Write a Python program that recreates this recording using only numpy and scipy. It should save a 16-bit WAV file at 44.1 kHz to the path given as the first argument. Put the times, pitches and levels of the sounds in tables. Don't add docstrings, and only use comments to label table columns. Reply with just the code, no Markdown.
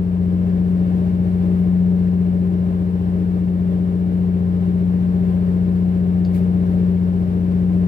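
import sys
import numpy as np
from scipy import signal
from scipy.fft import rfft, irfft, next_fast_len
from scipy.io import wavfile
from scipy.ndimage import uniform_filter1d

SR = 44100
rng = np.random.default_rng(int(sys.argv[2]) if len(sys.argv) > 2 else 0)


def transcribe(u):
    v = np.clip(np.atleast_2d(u).T, -1, 1)
    q = np.round(v * 32767).astype(np.int16)
    wavfile.write(sys.argv[1], SR, q)


N = 347067

RPM = 1795.2
CYCLE_HZ = RPM / 120


def from_db(db):
    return 10 ** (np.asarray(db) / 20)


def in_time(rows):
    seconds, *columns = np.transpose(rows)
    return [np.interp(np.arange(N) / SR, seconds, column) for column in columns]


def at_hz(points, hz):
    table_hz, values = np.transpose(points)
    return np.interp(np.log(hz), np.log(table_hz), values)


def drift(rate_hz):
    pole = np.exp(-2 * np.pi * rate_hz * 100 / SR)
    coarse = rng.standard_normal(N // 100 + 1002)
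    slow = signal.lfilter([1], [1, -2 * pole, pole * pole], coarse)[1000:]
    return np.interp(np.arange(N) / 100, np.arange(len(slow)), slow / slow.std())


# frequency in Hz, left over right in dB.
LEFT_OVER_RIGHT_DB = [(25, 0.5), (50, 5), (180, 5), (300, 5), (1100, 2.5), (1750, -1.5), (2700, 4),
                      (4600, 6), (6400, 2), (8800, 8.5), (15000, 2.5)]
# frequency in Hz, likeness of the two channels from 0 to 1.
CHANNEL_LIKENESS = [(25, 0.4), (60, 1), (150, 0.8), (350, .9), (600, .85), (900, .75), (1400, 0.7),
                    (1900, 0.4), (2400, .4), (4500, 0.3)]
# frequency in Hz, phase by which the left channel leads in radians.
LEFT_LEAD_RAD = [(20, 0.05), (150, 0.05), (180, 0.38), (400, 0.72), (860, 1.6), (1500, 3.55), (3300, 9.5),
                 (15000, 29)]


def stereo_noise(db_at):
    size = next_fast_len(N)
    hz = np.maximum(np.arange(size // 2 + 1) * SR / size, 1)
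    white = rfft(rng.standard_normal((2, size))) * np.sqrt(SR / 2)
    shared, own = white * from_db(db_at(hz))
    alike = np.clip(at_hz(CHANNEL_LIKENESS, hz), 0, 1)
    lead = np.interp(hz, *np.transpose(LEFT_LEAD_RAD))
    right = alike * shared * np.exp(-1j * lead) + np.sqrt(1 - alike ** 2) * own
    right = right / from_db(at_hz(LEFT_OVER_RIGHT_DB, hz))
    return irfft([shared, right], size)[:, :N]


FIRST_IN_STEP, LAST_IN_STEP = 4, 12
STEP_SCATTER = 0.1
THUMP_LAG_S = 0.015


def tone(cycle, order, left_db, right_db):
    stray = STEP_SCATTER if order in range(FIRST_IN_STEP, LAST_IN_STEP + 1) else 1
    late = 2 * np.pi * CYCLE_HZ * THUMP_LAG_S * max(6 - order, 0)
    angle = order * cycle + late + stray * rng.uniform(-np.pi, np.pi)
    lead = np.interp(order * CYCLE_HZ, *np.transpose(LEFT_LEAD_RAD))
    left = from_db(left_db) * np.sin(angle)
    right = from_db(right_db) * np.sin(angle - lead)
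    return np.sqrt(2) * np.array([left, right])


# time in seconds, boom at twice the firing rate in dB,
# tone at the firing rate in dB, both before the left and right offsets.
MAIN_TONE_SWELL = [(0.1, -20, -27.5), (0.2, -19, -24.5), (0.76, -17, -28), (1.29, -18.5, -25),
                   (1.78, -15.5, -27.5), (2.02, -16.5, -26.5), (2.93, -20, -27.5), (3.02, -19.5, -25.5),
                   (3.38, -19, -28.5), (3.74, -18.5, -27.5), (3.98, -19, -29), (4.3, -18, -26),
                   (4.49, -19, -25.5), (4.83, -17.5, -27.5), (6.72, -17.5, -25.5), (6.81, -16.5, -26),
                   (7.32, -19.5, -26), (7.75, -16.5, -26.5)]
SWELL_DB, SWELL_FOLLOWS = 0.64, 0.11


def engine_swell():
    boom_db, firing_db = in_time(MAIN_TONE_SWELL)
    swell_db = SWELL_FOLLOWS * (boom_db - boom_db.mean()) + SWELL_DB * drift(0.93)
    return boom_db, firing_db, swell_db


# order, left rms in dB, right rms in dB, both before swell and waver.
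ENGINE_ORDERS = [(2, -51, -55.5), (3, -49.5, -56), (4, -34.5, -38.5), (5, -43, -44), (7, -38.5, -43),
                 (8, -38, -38), (9, -43, -49), (10, -45.5, -52), (11, -41, -44), (13, -43, -44.5),
                 (14, -42.5, -43), (15, -44, -48), (17, -52, -57), (18, -42, -47.5), (20, -42, -45.5),
                 (21, -47.5, -51.5), (22, -49, -51), (26, -38, -39.5), (27, -44.5, -49), (28, -49.5, -53.5),
                 (30, -45.5, -51.5), (31, -54.5, -59.5), (36, -57, -62.5), (37, -53.5, -59.5),
                 (38, -53.5, -63), (39, -58.5, -65.5), (40, -56.5, -52.5), (42, -57, -63.8),
                 (49, -62, -66.5), (52, -65, -66), (54, -62.5, -66)]
# order (played at the nearest whole one), left rms in dB, right rms in dB,
# both before swell and waver.
GEAR_WHINE = [(60, -68, -70.5), (68, -71, -69.5), (83.4, -74, -71.5), (111, -73.5, -71), (117, -74.5, -68),
              (128.3, -75.5, -74.5), (150, -75.5, -76), (168.3, -77, -78.5)]
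HUNT_RPM, HUNT_HZ = 1.5, 1.0


def engine_tones(boom_db, firing_db, swell_db, waver_db):
    speed_rpm = RPM + HUNT_RPM * drift(HUNT_HZ)
    cycle = 2 * np.pi * np.cumsum(speed_rpm) / 120 / SR
    out = tone(cycle, 12, boom_db + 2.2, boom_db - 2.6)
    out += tone(cycle, 6, firing_db + 1.6, firing_db - 1.9)
    for order, left_db, right_db in ENGINE_ORDERS + GEAR_WHINE:
        waver = swell_db + waver_db * drift(1.9)
        out += tone(cycle, round(order), left_db + waver, right_db + waver)
    return out


# frequency in Hz, level in dB per Hz.
ROAR_COLOUR = [(15, -76.5), (30, -71), (48, -58), (200, -59), (400, -62.5), (600, -66.5), (1000, -78.5),
               (1350, -81), (2000, -85.5), (3200, -89.5), (6600, -104), (8300, -100), (13000, -104),
               (16000, -108)]
# centre in Hz, width in Hz, boost or cut in dB.
HULL_PANELS = [(88.5, 20, -1.5), (188, 81, 6), (222, 15, 0.5), (274, 38, -2), (323.7, 32, 8),
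               (359, 11, -6.5), (386, 29, 5), (440, 25, 4.5), (580, 80, 2.5), (715, 29, -2.5), (826, 53, 2),
               (945, 40, 2), (990, 40, -2), (1020, 66, 3.5), (1155, 34, -3), (1220, 66, 4), (1420, 150, 0),
               (1580, 110, 3), (1830, 110, 2.5), (2220, 96, -1.5), (2520, 150, -3.5), (2920, 400, 1)]


def roar(swell_db, flutter_db, ripple_db):
    small_modes = uniform_filter1d(rng.standard_normal(2000), size=3) * np.sqrt(3)

    def colour_db(hz):
        panels_db = sum(db / (1 + (2 * (hz - centre_hz) / width) ** 2)
                        for centre_hz, width, db in HULL_PANELS)
        ripple = np.interp(hz / 8, np.arange(2000), small_modes)
        ripple = ripple * (hz > 700) * np.minimum(3000 / hz, 1)
        return at_hz(ROAR_COLOUR, hz) + panels_db + ripple_db * ripple

    return stereo_noise(colour_db) * from_db(swell_db + flutter_db * drift(14))


# multiple of the hum frequency, left rms in dB, right rms in dB.
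HUM_PARTIALS = [(1, -50, -53.5), (2, -51, -55)]
HUM_HZ = 116.9


def hum():
    steady = 2 * np.pi * CYCLE_HZ * np.arange(N) / SR
    return sum(tone(steady, multiple * HUM_HZ / CYCLE_HZ, left_db, right_db)
               for multiple, left_db, right_db in HUM_PARTIALS)


# frequency in Hz, level in dB per Hz.
SWISH_TONE = [(300, -59), (1200, -7), (2200, 3), (3600, -3.5), (6500, -12), (11000, -7), (16000, -10.5)]
# peak time in seconds, peak level in dB before raggedness,
# rise in seconds, fall in seconds.
SWISH_STROKES = [(1.6, -59.5, .13, .12), (6.358, -46.5, 0.073, .12)]
SWISH_SPAN_DB = 25.5


def swish(ragged_db):
    brush = stereo_noise(lambda hz: at_hz(SWISH_TONE, hz))
    t = np.arange(N) / SR
    stroke = 0
    for peak_s, peak_db, rise, fall in SWISH_STROKES:
        away = np.maximum((peak_s - t) / rise, (t - peak_s) / fall)
        stroke = stroke + from_db(peak_db - SWISH_SPAN_DB * away)
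    return brush / brush.std() * stroke * from_db(ragged_db * drift(90))


# start in seconds, level in dB before the trim and the ringing.
TACKLE_CLICKS = [(6.2494, -35), (6.3495, -49)]
# frequency in Hz, level in dB, 60 dB decay time in seconds.
TACKLE_MODES = [(2750, -6, 0.0074), (3700, -3.5, 0.0055), (4630, 0.5, 0.0082), (5200, -9, .006),
                (6500, -11, .005), (7600, -14, .005), (10500, -16, .003)]


def tackle(rattle_db, rattle_t60):
    out = np.zeros(N)
    blows = np.full(N, 1e-18)
    after = np.arange(4000) / SR
    for start_s, click_db in TACKLE_CLICKS:
        crack = from_db(-60 * after / 0.015)
        rattle = from_db(rattle_db - 60 * after / rattle_t60)
        burst = (crack + rattle) * rng.standard_normal(len(after))
        blows[round(start_s * SR):][:len(after)] += from_db(click_db - 21.0) * burst
    for k, (hz, level_db, t60) in enumerate(TACKLE_MODES):
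        r, w = 10 ** (-3 / (t60 * SR)), 2 * np.pi * hz / SR
        ring = signal.lfilter([0, np.sin(w)], [1, -2 * r * np.cos(w), r * r], blows)
        out += (-1) ** k * from_db(level_db) * ring
    return out * from_db([[1.5], [-1.5]])


def scene():
    boom_db, firing_db, swell_db = engine_swell()
    engine = engine_tones(boom_db, firing_db, swell_db, waver_db=0.5)
    engine = engine + roar(swell_db, flutter_db=0.55, ripple_db=1.82)
    angler = swish(ragged_db=2.0) + tackle(rattle_db=-11, rattle_t60=0.17)
    return engine + hum() + angler


CUTOFF_HZ = 15790


def record(dry):
    lead_in = 2 * dry[:, :1] - dry[:, 2000:0:-1]
    low_pass = signal.ellip(14, 0.2, 70, CUTOFF_HZ, fs=SR, output="sos")
    return signal.sosfilt(low_pass, np.hstack([lead_in, dry]))[:, -N:]


dry = scene()
out = record(dry)
transcribe(out)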